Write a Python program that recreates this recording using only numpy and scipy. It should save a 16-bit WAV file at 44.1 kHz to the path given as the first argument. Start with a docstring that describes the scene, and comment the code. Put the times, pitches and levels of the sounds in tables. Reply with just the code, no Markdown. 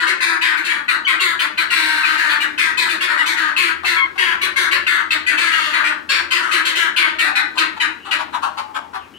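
"""A walled pen, a flock of guineafowl heard on two microphones, stronger on the left.
Harsh notes overlap, each a train of syrinx pulses through a throat resonance that falls as the beak
closes. Many open with, or break into, a clean squeal. At the end the flock calms to low clucks, thin
peeps from the back and one peck. The walls ring briefly; a faint hum wavers in soft background noise."""
import sys
import numpy as np
from scipy import signal
from scipy.fft import rfft, irfft, next_fast_len
from scipy.io import wavfile
from scipy.ndimage import uniform_filter1d, map_coordinates

SR = 44100
rng = np.random.default_rng(int(sys.argv[2]) if len(sys.argv) > 2 else 0)


def inscribe(sig):
    """Save sig as 16-bit PCM at rate SR to the path in sys.argv[1].

    A 1-D sig is mono; a 2-D sig holds one channel per row.
    Samples are clipped to [-1, 1] before scaling.
    """
    pcm = np.round(np.clip(np.atleast_2d(sig).T, -1, 1) * 32767)
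    wavfile.write(sys.argv[1], SR, pcm.astype(np.int16))


N = 404838


def harsh_notes(bite_db=3, bite_s=.042, closing_db=14, chest_fade_db=4, rasp_rise_s=.0081):
    """Each note starts with a push of air; as the beak closes the throat falls and the rasp fades."""
    # start_s, length_s, pitch_hz, open_throat_hz, level_db
    notes = [(0, 0.075, 331, 1810, -21), (0.067, 0.059, 359, 2180, -20.5),
             (0.204, 0.16, 339.5, 1860, -18.5), (0.412, .14, 323.8, 2010, -20),
             (0.565, 0.058, 317, 2030, -26), (0.642, 0.081, 350, 2310, -27.5),
             (0.687, .11, 309.5, 2080, -25), (.88, 0.083, 324.6, 1970, -20),
             (1.072, 0.075, 328.5, 2300, -19), (1.198, .14, 353.6, 2360, -21.5),
             (1.391, 0.068, 318.3, 2270, -21.5), (1.574, 0.064, 327, 2380, -22),
             (1.701, 0.45, 316.9, 2024, -20), (2.043, 0.26, 320.4, 2100, -26), (2.173, 0.2, 310, 1690, -21),
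             (2.292, 0.078, 316.4, 3050, -27.5), (2.402, 0.052, 316, 2250, -21),
             (2.577, 0.14, 332.4, 2360, -20.5), (2.771, .11, 334.8, 2400, -22),
             (2.888, 0.068, 328, 2610, -24.5), (3.006, .065, 355, 2420, -23),
             (3.078, 0.098, 312.2, 1620, -21.5), (3.173, 0.063, 317.4, 1760, -20.5),
             (3.257, 0.096, 330, 2160, -21.5), (3.365, 0.15, 317.7, 1700, -21.5),
             (3.563, .15, 345.3, 2150, -19.5), (3.846, 0.16, 344.2, 2150, -21),
             (4.178, .16, 350.8, 1930, -20.5), (4.413, 0.064, 362.5, 2200, -22.5),
             (4.559, .12, 350.2, 1920, -19.5), (4.711, 0.054, 363.6, 2270, -19),
             (4.864, .15, 333, 2000, -20), (5.105, 0.059, 330.3, 2350, -20.5),
             (5.264, .08, 324.1, 2170, -19.5), (5.373, 0.22, 337.3, 2380, -22),
             (5.514, 0.31, 312.5, 2210, -23.5), (5.731, 0.097, 317.7, 1810, -20),
             (5.838, 0.087, 311.4, 2000, -20.5), (6.089, .12, 356, 2510, -22),
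             (6.306, .1, 341.5, 2580, -21.5), (6.409, 0.16, 321.3, 1350, -25.5),
             (6.511, 0.096, 344, 2230, -20), (6.648, 0.076, 351, 2980, -25),
             (6.752, 0.13, 339.4, 2150, -19.5), (6.962, 0.096, 329.6, 2430, -15.5),
             (7.185, .11, 316.9, 2080, -19.5), (7.352, 0.054, 326, 2070, -17.5),
             (7.575, 0.053, 332.2, 2460, -16.5), (7.8, 0.051, 322.7, 2110, -19.5),
             (8.109, 0.049, 311.4, 2520, -22)]
    usual_pitch_hz, usual_throat_hz, usual_length_s = 332, 2150, .1
    gape, gape_s = .16, .0084  # the beak flies open: the throat starts this share higher, then settles
    out = np.zeros((2, N))
    for start_s, length_s, pitch_hz, open_hz, level_db in notes:
        t, envelope = gate(length_s, attack_s=.00085, release_s=.0025)
        closing = np.minimum(t / length_s, 1)
        pulses, low_harmonics = voice(t, length_s, pitch_hz)
        strain_hz = pitch_hz - usual_pitch_hz
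        closed_hz = 1504 + 1.8 * strain_hz
        centre_hz = open_hz * (closed_hz / open_hz) ** closing * (1 + gape * np.exp(-t / gape_s))
        open_cry = throat(pulses, centre_hz, width_hz=780, cut_hz=894)
        closed_cry = throat(pulses, centre_hz, width_hz=780, cut_hz=813)
        cry = unit((1 - closing) * open_cry + closing * closed_cry)
        # a wider beak and a higher, strained pitch give more rasp
        rasp_db = -.5 + 11 * np.log2(open_hz / usual_throat_hz) + .06 * strain_hz
        rasp_gain = amp(rasp_db - closing_db * closing ** 2) * np.minimum(t / rasp_rise_s, 1)
        edge = rasp_gain * rasp(pulses, start_s)
        # the lowest harmonics leak out through the neck, most in short, strained barks
        chest_db = -21.5 + 2.2 * np.log2(usual_length_s / length_s) + .06 * strain_hz
        chest = amp(chest_db + chest_fade_db * (.93 - closing)) * low_harmonics
        push = amp(level_db + bite_db * np.exp(-t / bite_s))
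        add(out, start_s, pen(envelope * push * (cry + edge + chest)))
    return out


def voice(t, length_s, pitch_hz, sag=.25, settle_s=.035, opening_ratio=1.53, break_s=.016):
    """A high, clear opening breaks into a lower, sagging buzz: gives pulses and two low harmonics."""
    strain = np.exp(-t / settle_s)
    bend = 1 + sag * (strain - strain[t < length_s].mean()) + .01 * wobble(len(t), 70)
    cycles = np.cumsum(pitch_hz * bend) / SR
    opening_hz = opening_ratio * pitch_hz * (1 + .015 * rng.standard_normal())
    clear = syrinx(opening_hz * t, jitter=.015)
    buzz = syrinx(cycles, jitter=np.interp(length_s, [.06, .25], [.032, .024]))  # held notes settle
    broken = 1 / (1 + (break_s / (t + 1 / SR)) ** 6)
    pulses = np.sqrt(1 - broken) * clear + np.sqrt(broken) * buzz
    low_harmonics = np.sin(2 * np.pi * cycles) + amp(-12) * np.sin(4 * np.pi * cycles)
    return pulses, np.sqrt(broken) * low_harmonics * amp(3 * wobble(len(t), 90))


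def syrinx(cycles, jitter, shimmer_db=2.2):
    """One slightly uneven pulse a cycle, with a little air chopped at the same rate."""
    size, count = len(cycles), int(cycles[-1]) + 1
    onsets = np.interp(np.arange(count) + jitter * rng.standard_normal(count), cycles, np.arange(size))
    pulses = np.bincount(onsets.astype(int), amp(shimmer_db * rng.standard_normal(count)), size)
    breath = rng.standard_normal(size) * (1 + np.cos(2 * np.pi * cycles))
    return unit(unit(pulses) + .2 * unit(breath))


def throat(x, centre_hz, width_hz, cut_hz):
    """A gliding resonance, applied twice; the short windpipe radiates little below cut_hz."""
    carrier = np.exp(2j * np.pi * np.cumsum(centre_hz) / SR)
    pole = np.exp(-np.pi * width_hz / SR)
    ring = (signal.lfilter([1], np.poly([pole, pole]), x / carrier) * carrier).real
    return unit(signal.sosfilt(signal.butter(6, cut_hz, "high", fs=SR, output="sos"), ring))


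def rasp(pulses, start_s, smear_rad=2.04, ripple_db=2.5):
    """Each pulse rattles briefly in the windpipe, which spreads it in time and colours the note."""
    # spectrum of the rasp: frequency_hz, density_db
    spectrum = [(200, -51), (480, -28), (600, -7.5), (780, -38.5), (950, -4.5), (1400, 5), (2000, 3),
                (2800, 1.5), (4200, 0.5), (5000, -9.5), (5800, -16), (7000, -13), (9500, -13.5),
                (11500, -21.5), (15500, -27)]
    # lift of its top octave through the scene: time_s, gain_db
    top_octave = [(0, -2.5), (1.5, 4), (3.2, 0.5), (4.6, 3.5), (5.9, -4.5), (7.1, 4.5), (7.8, -3.5)]

    def windpipe(hz):
        phase, ripple = (map_coordinates(knots, [hz / 500]) for knots in rng.standard_normal((2, 50)))
        top_db = np.interp(start_s, *np.transpose(top_octave)) * np.clip((hz - 7000) / 6000, 0, 1)
        return amp(along(spectrum, hz) + top_db + ripple_db * ripple) * np.exp(1j * smear_rad * phase)
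    return unit(filtered(pulses, windpipe))


def squeals(boost_db=2, first_db_per_s=190, fall=.054, dull_hz=3700):
    """The syrinx jumps to a high, clean mode, and the throat favours its second harmonic."""
    # start_s, length_s, pitch_hz, level_db
    notes = [(0.414, .021, 1310, -24), (0.886, 0.0068, 1230, -11), (1.048, 0.022, 1515, -21.5),
             (1.066, 0.053, 1079, -15), (1.193, .047, 1366, -25), (1.391, 0.019, 1526, -23.5),
             (1.579, 0.011, 1215, -16), (1.7, 0.061, 1353, -24), (2.032, .027, 1210, -16),
             (2.31, .028, 1196, -21), (3.188, 0.034, 964, -15), (3.562, 0.02, 1305, -18.5),
             (3.965, 0.078, 1079, -15), (4.19, 0.042, 958, -16), (4.414, 0.025, 1114, -21.5),
             (4.565, 0.025, 1076, -20), (4.865, 0.015, 1312, -17.5), (5.105, 0.018, 1318, -19.5),
             (5.459, 0.052, 1020, -24), (7.015, 0.044, 1112, -12), (7.191, .015, 1514, -22.5),
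             (7.798, 0.016, 1510, -24.5)]
    out = np.zeros((2, N))
    for start_s, length_s, pitch_hz, level_db in notes:
        t, envelope = gate(length_s, attack_s=.003, release_s=.003)
        bend = 1 + fall * (.5 - t / length_s) + .022 * wobble(len(t), 290)
        phase = 2 * np.pi * np.cumsum(pitch_hz * bend) / SR
        first = amp(-17 + first_db_per_s * np.minimum(t, length_s))  # grows as the beak closes
        third = amp(-9) / (1 + (3 * pitch_hz / dull_hz) ** 6)
        tone = sum(gain * np.sin(k * phase) for k, gain in enumerate([first, 1, third, amp(-27)], 1))
        squeal = amp(boost_db + level_db) * np.sqrt(2) * envelope * tone
        add(out, start_s, pen(squeal, direct_db=-4, walls_db=-6.5, tail_db=-19))
    return out


def clucks(open_hz=1030, shut_hz=830, chest_db=-24, rasp_db=-5, closing_db=14):
    """Soft, low clucks and grunts that swell quickly and fade gently, with the beak nearly shut."""
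    # start_s, length_s, pitch_hz, level_db
    notes = [(3.829, 0.025, 360.6, -28), (4.151, 0.029, 389, -37), (7.552, .023, 503, -28),
             (7.762, 0.02, 440, -30.5), (8.041, 0.094, 393, -33.5), (8.181, 0.053, 318, -26),
             (8.322, 0.067, 297, -26), (8.415, 0.083, 307, -22.5), (8.565, 0.064, 288.4, -25),
             (8.738, 0.058, 284.3, -25.5), (8.928, 0.06, 388, -28.5)]
    out = np.zeros((2, N))
    for start_s, length_s, pitch_hz, level_db in notes:
        t = np.arange(int(length_s * SR)) / SR
        closing = t / length_s
        pulses = syrinx(pitch_hz * t, jitter=.06)
        cry = throat(pulses, open_hz * (shut_hz / open_hz) ** closing, width_hz=850, cut_hz=784)
        chest = amp(chest_db) * np.sin(2 * np.pi * pitch_hz * t)
        edge = amp(rasp_db - closing_db * closing) * rasp(pulses, start_s)
        cluck = amp(level_db) * np.interp(closing, [0, .19, 1], [0, 1, 0]) * (cry + chest + edge)
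        add(out, start_s, pen(cluck, direct_db=-8.5, walls_db=2.5, tail_db=-3.5))
    return out


def peeps(waver=.051):
    """Thin peeps and whines from the back of the flock: wavering, gliding tones."""
    # start_s, length_s, start_hz, end_hz, level_db
    glides = [(7.235, 0.18, 772, 816, -34), (7.997, .065, 2750, 2930, -45), (8.665, 0.11, 888, 858, -42),
              (8.964, .09, 3440, 2360, -49), (9.135, 0.047, 2940, 3010, -45)]
    out = np.zeros((2, N))
    for start_s, length_s, start_hz, end_hz, level_db in glides:
        t, envelope = gate(length_s, attack_s=.005, release_s=.0062)
        hz = np.interp(t, [0, length_s], [start_hz, end_hz]) * (1 + waver * wobble(len(t), 611))
        peep = amp(level_db) * envelope * unit(np.sin(2 * np.pi * np.cumsum(hz) / SR))
        add(out, start_s, pen(peep, direct_db=-5, walls_db=-8, tail_db=-6))
    return out


def peck(start_s=9.075, level_db=-32):
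    """One small, dry tap: a click of noise through a broad resonance."""
    out = np.zeros((2, N))
    t, envelope = gate(.00055, attack_s=.00058, release_s=.0013)
    click = throat(rng.standard_normal(len(t)), np.full(len(t), 900), width_hz=670, cut_hz=530)
    add(out, start_s, amp(level_db) * envelope * click)
    return out


def pen(x, direct_db=-6, walls_db=-5, tail_db=-4, left_lag_s=.0007, walls_s=.022, echoes=10):
    """One bird's paths to the two microphones: direct, off the near walls, then a diffuse tail."""
    # ring of the pen: frequency_hz, t60_s
    ring_times = [(150, 0.36), (400, 0.97), (1000, 0.38), (2500, 0.36), (6000, 0.3), (14000, 0.16)]
    size = SR // 2
    hz, t, noise = signal.stft(rng.standard_normal((2, size)), SR, nperseg=256)
    decaying = noise * amp(-60 * t / along(ring_times, hz)[:, None]) * (1 - np.exp(-t / .0029))
    tail = signal.istft(decaying, SR, nperseg=256)[1][:, :size]
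    paths = amp(tail_db) * tail / np.linalg.norm(tail[0])
    paths[[0, 1], [int(left_lag_s * SR), 0]] += amp(direct_db)
    delays_s = rng.uniform(.002, walls_s, echoes) + rng.uniform(0, .001, (2, echoes))
    echo_gains = amp(walls_db) * unit(rng.standard_normal(echoes)) / np.sqrt(echoes)
    paths[[[0], [1]], (delays_s * SR).astype(int)] += echo_gains
    return signal.fftconvolve(x[None], paths, axes=1)


def hum(pitch_hz=82.5, level_db=-67.5, ramp_s=.07):
    """A faint, low tone that wavers and swells now and then."""
    # start_s, length_s, rise_db
    swells = [(3.75, 1.52, 10), (6.03, .3, 8), (7.902, 1.16, 4.5)]
    t = np.arange(N) / SR
    for start_s, length_s, rise_db in swells:
        end_s = start_s + length_s
        level_db += rise_db * np.interp(t, [start_s - ramp_s, start_s, end_s, end_s + ramp_s], [0, 1, 1, 0])
    gain = amp(level_db + 2.6 * wobble(N, 5))
    hz = pitch_hz + 1.8 * wobble(N, 3.8)
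    return gain * unit(np.sin(2 * np.pi * np.cumsum(hz) / SR))


def background_noise(level_db=-49):
    """Soft, drifting noise, with a lift near 300 Hz for the lingering ring of the birds' low notes."""
    # spectrum of the noise: frequency_hz, density_db
    spectrum = [(25, -27), (60, -6), (130, -5), (300, 6.5), (600, -8.5), (1500, -5), (4000, -17.5),
                (15000, -31.5)]
    noise = rng.standard_normal(N) + .5 * rng.standard_normal((2, N))
    return amp(level_db + wobble(N, 2.91)) * unit(filtered(noise, lambda hz: amp(along(spectrum, hz))))


def amp(db):
    """Decibels to gain."""
    return 10 ** (np.asarray(db) / 20)


def unit(x):
    """Scale to rms 1."""
    return x / np.sqrt(np.mean(x ** 2) + 1e-20)


def along(points, hz):
    """Read (frequency_hz, value) points on a log axis."""
    knots_hz, values = np.transpose(points)
    return np.interp(np.log(hz + 1), np.log(knots_hz + 1), values)


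def wobble(size, rate_hz):
    """A smooth random curve with rate_hz knots a second."""
    knots = rng.standard_normal(int(size * rate_hz / SR + 4))
    return map_coordinates(knots, [np.arange(size) * rate_hz / SR])


def filtered(x, response):
    """Multiply the spectrum of x by response(hz)."""
    size = x.shape[-1]
    padded = next_fast_len(size + SR // 20)
    return irfft(rfft(x, padded) * response(np.fft.rfftfreq(padded, 1 / SR)), padded)[..., :size]


def add(track, start_s, x):
    """Mix x into the track from start_s."""
    start = max(round(start_s * SR), 0)
    x = x[..., :max(N - start, 0)]
    track[..., start:start + x.shape[-1]] += x


def gate(length_s, attack_s, release_s):
    """Time axis and envelope of one note."""
    t = np.arange(int((length_s + .04) * SR)) / SR
    return t, np.minimum(t / attack_s, 1) * np.exp(-np.maximum(t - length_s, 0) / release_s)


def scene():
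    """The flock and the background, stronger in the left microphone."""
    # stereo balance: frequency_hz, left_minus_right_db
    balance = [(250, 10), (1000, 9), (2000, 7.5), (4000, 4), (8000, 3.5), (12000, 6.5)]

    def lean_left(hz):
        gains = amp(np.outer([.5, -.5], along(balance, hz)))
        return np.sqrt(2) * gains / np.linalg.norm(gains, axis=0)
    mix = harsh_notes() + squeals() + clucks() + peeps() + peck() + hum() + background_noise()
    return filtered(mix, lean_left)


def record(dry, drive_db=3.5, ceiling_db=-13, window_s=.054, top_hz=15800):
    """Fast gain control levels the loudest notes, peaks are rounded, nothing passes above top_hz."""
    driven = dry * amp(drive_db)
    power = np.abs(uniform_filter1d(np.mean(driven ** 2, axis=0), int(window_s * SR)))
    levelled = driven * (1 + (power / amp(ceiling_db) ** 2) ** 2) ** -.25
    rounded = levelled / (1 + (levelled / .85) ** 8) ** (1 / 8)
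    return filtered(rounded, lambda hz: hz < top_hz)


dry = scene()
out = record(dry)
inscribe(out)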